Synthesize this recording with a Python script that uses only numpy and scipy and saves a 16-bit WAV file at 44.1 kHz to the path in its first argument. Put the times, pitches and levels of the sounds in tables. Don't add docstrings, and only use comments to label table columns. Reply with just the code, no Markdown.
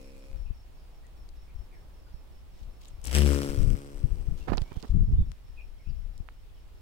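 import sys
import numpy as np
from scipy import signal
from scipy.fft import rfft, irfft, next_fast_len
from scipy.io import wavfile
from scipy.ndimage import uniform_filter1d, map_coordinates

SR = 44100
rng = np.random.default_rng(int(sys.argv[2]) if len(sys.argv) > 2 else 0)


def transcribe(signal):
    frames = np.atleast_2d(signal).T
    limited = np.clip(frames, -1, 1)
    pcm = np.round(limited * 32767).astype(np.int16)
    wavfile.write(sys.argv[1], SR, pcm)


N = 300321
T = np.arange(N) / SR


def amp(db):
    return 10 ** (np.asarray(db) / 20)


def unit(x):
    return x / np.sqrt(np.mean(x ** 2) + 1e-20)


def level_at(spectrum, hz):
    known_hz, db = np.transpose(spectrum)
    return np.interp(np.log(hz + 1), np.log(known_hz + 1), db)


def curves(rows):
    times, *columns = np.transpose(rows)
    return [np.interp(T, times, column) for column in columns]


def during(rows):
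    start, end = rows[0][0], rows[-1][0]
    return np.interp(T, [start - .01, start, end, end + .006], [0, 1, 1, 0])


def envelope(start, length, attack_s, release_s):
    rise = np.clip(1 + (T - start) / attack_s, 0, 1)
    return rise * np.exp(-np.clip((T - start - length) / release_s, 0, 20))


def pan(balance_db):
    left = np.atleast_1d(amp(balance_db))
    return 2 * np.array([left, np.ones_like(left)]) / (1 + left)


def noise(spectrum, shared=0., balance=((100, 0), (1000, 0))):
    size = next_fast_len(N, True)
    hz = np.fft.rfftfreq(size, 1 / SR)
    white = rfft(rng.standard_normal((3, size)))
    ports = np.sqrt(shared) * white[2] + np.sqrt(1 - shared) * white[:2]
    coloured = irfft(ports * amp(level_at(spectrum, hz)) * pan(level_at(balance, hz)), size)[:, :N]
    return coloured / coloured.mean(0).std()


def wander(per_s):
    knots = rng.standard_normal(N // 8)
    return unit(np.interp(T * per_s, np.arange(len(knots)), knots))


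def add(mix, start, sound):
    part = mix[:, max(round(start * SR), 0):][:, :sound.shape[1]]
    part += sound[:, :part.shape[1]]


def flap(tone, beat_hz, aspect, phase, size=1024):
    hz, tone = np.arange(size // 2 + 1) * beat_hz, np.array(tone)
    above_db, behind_db = level_at(tone[:, :2], hz), level_at(tone[:, ::2], hz)
    shapes = []
    for share in np.linspace(0, 1, 10):
        log_gain = np.log(amp((1 - share) * above_db + share * behind_db))
        mirrored = np.r_[log_gain, log_gain[-2:0:-1]]
        partials = np.exp(np.conj(signal.hilbert(mirrored)))[:len(hz)]
        shapes.append(unit(irfft(partials * (hz > 0) * (hz < tone[-1, 0]), size)))
    shape_index = np.clip(aspect, 0, 1) * (len(shapes) - 1)
    return map_coordinates(np.array(shapes), [shape_index, phase * size], order=1, mode="nearest")


def wings(flying, beat_hz, aspect, hum_db, push_db, rasp_db, tone, rasp_tone, *, lag_s, rattle_db,
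          hum_pan_db, push_pan_db, rasp_pan_db, rasp_shared, width_beats, upstroke, steady):
    # frequency in Hz, relative density in dB.
    rattle_tone = [(1500, -16), (2500, -7), (3000, -5), (3900, -15), (4700, -19), (8000, -31)]
    # frequency in Hz, balance in dB.
    rasp_balance = [(1000, 15.5), (2400, 3), (4400, 0), (8100, 11.5), (15000, 3.5)]
    full_stroke_hz, crackle_db, octave_db = 71, 4, -22
    beats = np.cumsum(beat_hz * (1 + .002 * wander(60) * flying)) / SR
    phase = beats % 1
    hum = flap(tone, beat_hz.mean(), aspect + .03 * wander(70), phase) * amp(hum_db + .4 * wander(70))
    push = unit(np.cos(2 * np.pi * beats) + amp(octave_db) * np.cos(4 * np.pi * beats)) * amp(push_db)
    downstroke = np.clip(1 + (beat_hz - full_stroke_hz) / 8, 0, 1)
    lower = downstroke * np.exp(-.5 * (((phase + .5) % 1 - .5) / width_beats) ** 2)
    upper = upstroke * np.exp(-.5 * ((phase - .5) / width_beats) ** 2)
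    bursts = steady + lower + upper
    crackle = unit(amp(crackle_db * wander(2500)))
    rasp_gain = bursts / bursts.mean() * crackle * amp(rasp_db + .63 * wander(140))
    rattle = noise(rattle_tone, rasp_shared) * amp(rattle_db - 10 * aspect)
    rasp = (noise(rasp_tone, rasp_shared, rasp_balance) + rattle) * rasp_gain
    closeness = amp(.93 * (hum_db - hum_db.max()))
    ports = rasp * pan(rasp_pan_db) - hum * pan(hum_pan_db * closeness) - push * pan(push_pan_db)
    left, right = flying * ports
    return np.array([left, map_coordinates(right, [(T - lag_s) * SR])])


def far_flight():
    # time in seconds, beat rate in Hz, level in dB, aspect from 0 to 1.
    flight = [(0, 66.6, -53, 0), (.24, 66.8, -56.5, .09), (.35, 66.4, -59.5, .98), (.43, 66, -71, .8)]
    # frequency in Hz, relative dB from above, relative dB from behind.
    tone = [(66, 1, -26), (133, -3, -24), (198, -2.5, -15), (265, 2.5, -9), (336, -3, -6.5),
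            (400, -13.5, -22), (475, 3.5, -11), (520, 3, 5.5), (606, -10, -25), (730, -50, -11),
            (1800, -35, -20), (2450, -18, -18), (3100, -32, -31), (5000, -30, -25)]
    # frequency in Hz, relative density in dB.
    rasp_tone = [(900, 0.5), (1900, -11), (2450, 5), (3100, -19), (4400, -6), (6200, -9.5), (8000, -7.5),
                 (12000, -13), (15800, -24)]
    beat_hz, hum_db, aspect = curves(flight)
    push_db, rasp_db = hum_db - 20, hum_db - 10
    return wings(during(flight), beat_hz, aspect, hum_db, push_db, rasp_db, tone, rasp_tone,
                 lag_s=-.00027, rattle_db=-23, hum_pan_db=2, push_pan_db=-6, rasp_pan_db=-7,
                 rasp_shared=.11, width_beats=.041, upstroke=.16, steady=.23)


def open_air(hush_db=-68.5):
    # frequency in Hz, relative density in dB.
    hush_tone = [(88, -34), (150, -8), (361, -6.5), (817, -15), (2630, -14), (5000, -19), (5410, -22),
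                 (6700, -24), (14600, -27), (15800, -22)]
    breeze_tone = [(150, 10), (400, 8.5), (800, 5.5), (1200, 0.5), (2500, -19)]
    # time in seconds, level in dB.
    breeze_level = [(0, -67), (2.9, -65), (4.5, -61.5), (5.4, -68.5)]
    # frequency in Hz, balance in dB.
    balance = [(300, 5.5), (800, -2), (2400, -2), (8000, 3.5), (15000, -1.5)]
    hush = noise(hush_tone, .056, balance) * amp(hush_db + .5 * wander(39))
    breeze = noise(breeze_tone, shared=.31) * amp(curves(breeze_level)[0] + wander(6.7))
    return hush + breeze * pan(-3)


def cricket(pitch_hz=5400, sag_hz=400, strokes_per_s=35, level_db=-62.5, fade_db_per_s=1.8):
    # start, end and period in seconds, level in dB relative to the first run.
    runs = [(.005, .6, .177, 0), (.734, 1, .176, -5), (1.162, 3, .192, -2.5), (4.585, 5.35, .221, -3.5),
            (5.435, 6.2, .171, -4.5), (6.33, 6.8, .205, -7)]
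    out = np.zeros((2, N))
    stroke = np.arange(0, 4, strokes_per_s / SR)
    tooth_jitter_hz = 55 * wander(700)
    swell = np.sin(np.pi * stroke) ** 2 * np.interp(stroke, [0, 2.6, 4], [.9, 1, .3])
    for start, end, period, db in runs:
        for onset in np.arange(start, end, period):
            jitter_hz = tooth_jitter_hz[int(onset * SR / 2):][:len(stroke)]
            hz = pitch_hz + sag_hz * (.5 - stroke % 1) + jitter_hz
            gain = amp(level_db + db - fade_db_per_s * (onset - start))
            add(out, onset, gain * pan(0) * swell * np.sin(2 * np.pi * np.cumsum(hz) / SR))
    return out


def scatter(calls, wet_db, t60_s):
    t = np.arange(SR // 2) / SR
    tail = rng.standard_normal((2, len(t))) * amp(-60 * t / t60_s)
    tail /= np.linalg.norm(tail[0])
    return calls + amp(wet_db) * signal.fftconvolve(calls, tail, axes=1)[:, :N]


def wind(draught_rumble_db=-47.5, draught_buffet_db=-64.5, swell_db=-.36, swells_per_s=5.4):
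    # start and length in seconds, then rumble, buffeting and balance in dB.
    gusts = [(0.309, 0.21, -36.5, -57, 19), (1.196, 0.23, -47, -80, 6), (1.552, 0.058, -39, -74, 19),
             (2.619, 0.078, -40.5, -57, 11), (2.911, 0.14, -43.5, -61, 11), (3.498, 0.049, -33, -47, 20.5),
             (3.584, .15, -23.5, -30, 26), (3.949, 0.49, -37.5, -61, 14), (4.04, 0.0083, -31, -32, 29),
             (4.103, 0.044, -29, -43.5, 28), (4.186, 0.0098, -30.5, -39.5, 25), (4.28, 0.051, -30, -39, 28),
             (4.503, 0.11, -28.5, -50, -14), (4.904, 0.11, -23.5, -37.5, 10), (4.945, 0.026, -34, -25, 28),
             (5.015, 0.018, -16, -28, 13.5), (5.086, 0.056, -27.5, -30, -13),
             (5.123, 0.025, -22.5, -39, 13), (5.179, 0.028, -18, -27.5, -3.5),
             (5.221, 0.083, -33.5, -43, 4.5), (5.492, 0.25, -46, -82, 28), (5.874, 0.05, -32, -45, 26),
             (5.944, 0.15, -36, -60.5, 26), (6.12, 0.092, -43.5, -73, 16)]
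    # frequency in Hz, relative density in dB.
    rumble_tone = [(10, -6.5), (25, 2.5), (45, -1.5), (65, -5.5), (100, -20), (200, -43.5), (500, -86)]
    buffet_tone = [(30, -47), (70, 1.5), (110, 3.5), (180, -4.5), (280, -19.5), (450, -29), (900, -87),
                   (2000, -85)]
    swell = amp(swell_db * np.array([wander(swells_per_s), wander(swells_per_s)]))
    rumble_power = (amp(draught_rumble_db) * swell) ** 2
    buffet_power = (amp(draught_buffet_db) * swell) ** 2
    for start, length, rumble_db, buffet_db, balance_db in gusts:
        power = (pan(balance_db) * envelope(start, length, attack_s=.014, release_s=.019)) ** 2
        rumble_power += amp(rumble_db) ** 2 * power
        buffet_power += amp(buffet_db) ** 2 * power
    eddies = np.array([noise(rumble_tone, shared=.41), noise(buffet_tone, shared=.045)])
    rumble, buffet = eddies / np.sqrt(uniform_filter1d(eddies ** 2, size=3000, axis=-1) + .06)
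    return rumble * np.sqrt(rumble_power) + buffet * np.sqrt(buffet_power)


def birds(waver=.0364, chorus_db=-80, chorus_count=30):
    # start and length in seconds, first and last pitch in Hz, level in dB.
    slurs = [(0.449, 0.045, 2820, 2590, -65), (1.019, 0.05, 1730, 2070, -66),
             (1.464, 0.065, 2400, 2235, -68), (1.703, 0.061, 2406, 1990, -65.5),
             (1.722, 0.077, 2020, 1620, -67), (2.06, 0.025, 1376, 1460, -64.5),
             (4.403, 0.027, 2830, 2430, -60), (4.62, 0.14, 2220, 2430, -65.5),
             (4.73, 0.063, 3090, 3240, -64.5), (5.154, 0.085, 3560, 3720, -67),
             (5.559, 0.071, 2590, 2425, -54.5), (5.79, 0.034, 2215, 2300, -65.5),
             (5.834, 0.082, 2446, 2770, -66), (5.878, 0.037, 5100, 5000, -67),
             (6.543, .06, 3270, 2840, -72)]
    out, wobble = np.zeros((2, N)), wander(300)
    chorus = []
    for when, duration, pitch, glide in rng.random((chorus_count, 4)):
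        hz = 1800 + 2000 * pitch
        chorus.append((when * (T[-1] - .2), .03 + .04 * duration, hz, hz * (.88 + .24 * glide), chorus_db))
    for start, length, first_hz, last_hz, db in slurs + chorus:
        n = int(length * SR)
        hz = np.linspace(first_hz, last_hz, n) * (1 + waver * wobble[int(start * SR):][:n])
        slur = np.sin(2 * np.pi * np.cumsum(hz) / SR) * signal.windows.tukey(n, .7)
        add(out, start, amp(db) * pan(0) * slur)
    return out


def handling(slip_db=4):
    # start and length in seconds, level in dB.
    rubs = [(4.45, 0.44, -65.5), (4.481, 0.022, -35), (4.525, .014, -33), (4.577, 0.0052, -38.5),
            (4.617, 0.0028, -49), (4.716, 0.0074, -50.5), (4.762, .006, -52), (4.835, 0.0062, -43.5)]
    # frequency in Hz, relative density in dB.
    rub_tone = [(80, 17), (250, 11.5), (900, 0.5), (1500, -5.5), (2300, -14.5), (5000, -25.5), (8000, -39),
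                (15000, -41)]
    # start in seconds, peak in dB, time constant in seconds, balance in dB.
    bumps = [(0.505, -30.5, 0.0023, 17), (2.142, -32.5, 0.0031, -24), (4.038, -15.5, 0.0036, 32),
             (4.52, -16, 0.00042, -31), (4.617, -19.5, 0.0023, -30), (4.77, -25, 0.0023, -28),
             (5.009, -37, 0.0015, 11), (5.873, -33, 0.0029, 18), (6.203, -27.5, 0.0027, 32)]
    pressure = sum(amp(db) * envelope(start, length, attack_s=.0072, release_s=.0077)
                   for start, length, db in rubs)
    out = noise(rub_tone) * pressure * amp(slip_db * wander(400)) * pan(-37)
    for start, db, time_constant, balance_db in bumps:
        age = T[:SR // 10] / time_constant
        push = age ** 2 * (3 - age) * np.exp(-age)
        add(out, start, -amp(db) * pan(balance_db) * push / push.max())
    return out


def whistles():
    # start and length in seconds, pitch in Hz, level in dB.
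    notes = [(0.755, .15, 4900, -78), (1.99, 0.21, 4935, -75.5)]
    out = np.zeros((2, N))
    for start, length, hz, db in notes:
        t = np.arange(int(length * SR)) / SR
        add(out, start, amp(db) * pan(0) * np.sin(2 * np.pi * hz * t) * signal.windows.tukey(len(t), .5))
    return out


def snaps(rows, size=4096):
    out, hz = np.zeros((2, N)), np.fft.rfftfreq(size, 1 / SR)
    lead = size // 8
    for time, db, centre_hz, octaves, decay_s, balance_db in rows:
        slips = .38 * rng.standard_normal((2, size)) * np.exp(-T[:size] / decay_s)
        slips[:, 0] = .95
        band = np.exp(-.5 * (np.log2((hz + 1) / centre_hz) / octaves) ** 2)
        tick = irfft(rfft(np.roll(slips, lead, axis=1)) * band)
        add(out, time - lead / SR, amp(db) * pan(balance_db) * tick / abs(tick).max())
    return out


def finger_knocks():
    # time in seconds, peak in dB, centre in Hz, width in octaves, decay in seconds,
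    # balance in dB.
    knocks = [(1.068, -48.5, 6000, 0.56, .0003, 9), (1.29, -46.5, 4870, 0.57, .002, 15),
              (4.484, -31, 1380, 0.43, 0.00026, -31), (4.52, -19, 900, 0.56, 0.00044, -30),
              (4.573, -27, 4100, 0.78, 0.00022, -24), (4.581, -23, 3240, 0.45, 0.00038, -38),
              (4.618, -37.5, 2890, 0.97, 0.002, -21), (4.827, -33, 3460, 0.78, 0.00052, -29),
              (5.318, -33, 1390, 1.5, 0.000043, 21), (6.179, -43, 5700, 0.73, 0.00087, 14),
              (6.288, -33, 1200, 0.77, 0.00011, -27)]
    return snaps(knocks)


def scraping(grain_db=4.5):
    # start and length in seconds, level in dB.
    scrapes = [(2.546, 0.11, -72.5), (2.815, 0.092, -65.5), (4.378, 0.011, -62), (4.404, 0.34, -68),
               (4.761, 0.15, -65.5)]
    # frequency in Hz, relative density in dB.
    tone = [(1000, -22), (2300, -4), (3100, 1.5), (5000, -2), (8000, -8), (11000, -15), (15800, -13)]
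    pressure = sum(amp(db) * envelope(start, length, attack_s=.012, release_s=.0091)
                   for start, length, db in scrapes)
    return noise(tone) * unit(amp(grain_db * wander(500))) * pressure * pan(.67)


def wing_cases():
    # time in seconds, peak in dB, centre in Hz, width in octaves, decay in seconds,
    # balance in dB.
    clicks = [(2.848, -47, 5000, .7, .002, 6), (2.882, -45.5, 7743, 0.24, 0.0047, 13),
              (3.016, -42.5, 5030, 0.97, 0.00084, 8), (3.042, -32, 7300, 0.33, .003, 24),
              (3.054, -25.5, 7400, 0.72, 0.002, 6), (3.071, -23.5, 6900, 0.57, 0.0021, 21)]
    return snaps(clicks)


def take_off(lift_off_s=3.186, palm_distance_m=.11, acceleration_m_per_s2=4.64):
    # time in seconds, rate in Hz.
    beat = [(3.04, 59.2), (3.11, 63), (3.162, 73.5), (3.256, 71.0), (3.384, 70.2), (3.7, 69.7),
            (4.09, 71.6), (4.3, 70.7), (4.48, 71.7)]
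    # time in seconds, stroke size in dB.
    swing = [(3.045, -30.5), (3.075, -14.5), (3.125, -14.5), (3.155, -4), (3.2, -2.5)]
    # time in seconds, aspect from 0 (above) to 1 (behind).
    aspect = [(3.14, 0.28), (3.22, 0), (3.31, 0.91), (3.38, 0.92), (3.8, 1), (4.0, 0.81), (4.25, 0.38),
              (4.48, 0.96)]
    # time in seconds, lag of the right port in seconds.
    port_lag = [(3.3, 0.00028), (3.47, 0.0003), (3.7, 0.00036)]
    # frequency in Hz, relative dB from above, relative dB from behind.
    tone = [(70.4, 2, -30), (136, 7.5, 4.5), (214, 10, -2.5), (274, -8, 8), (333, 6.5, 0), (432, -10, 1.5),
            (455, -3, -2), (532, -9, -3.5), (656, -24, -22), (880, -30, -19), (1090, -43, -13.5),
            (1300, -37, -9), (1860, -37, -37), (3000, -56, -45), (5000, -51, -55)]
    # frequency in Hz, relative density in dB.
    rasp_tone = [(200, 9), (500, 4), (900, -5.5), (1400, -3), (2000, -0.5), (3000, -2), (3600, -7.5),
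                 (4400, -4.5), (5500, 0.5), (6700, -9.5), (8100, -0.5), (9500, -8), (12000, -11.5),
                 (15800, -13.5)]
    swing_db = curves(swing)[0]
    travel_m = .5 * acceleration_m_per_s2 * np.maximum(T - lift_off_s, 0) ** 2
    spreading_db = 20 * np.log10(np.hypot(1, travel_m / palm_distance_m))
    clash_db = 8 * np.exp(-.5 * ((T - 3.16) / .032) ** 2)
    hum_db = -24 + 1.85 * swing_db - spreading_db
    push_db = -19 + swing_db - 4.6 * spreading_db
    rasp_db = -40 + .41 * swing_db + clash_db - spreading_db
    return wings(during(beat), curves(beat)[0], curves(aspect)[0], hum_db, push_db, rasp_db, tone,
                 rasp_tone, lag_s=curves(port_lag)[0], rattle_db=-4.5, hum_pan_db=11.5, push_pan_db=15.5,
                 rasp_pan_db=-1, rasp_shared=.33, width_beats=.086, upstroke=.69, steady=.3)


def scene():
    beetle = take_off() + far_flight() + wing_cases()
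    air = open_air()
    chirps = scatter(cricket(), wet_db=-1, t60_s=.15)
    calls = scatter(birds() + whistles(), wet_db=1, t60_s=.17)
    return beetle + wind() + handling() + finger_knocks() + scraping() + air + chirps + calls


def record(dry, edge_hz=15900):
    low_pass = signal.firwin(511, edge_hz, window=("kaiser", 9), fs=SR)
    return signal.oaconvolve(dry, low_pass[None], "same")


dry = scene()
out = record(dry)
transcribe(out)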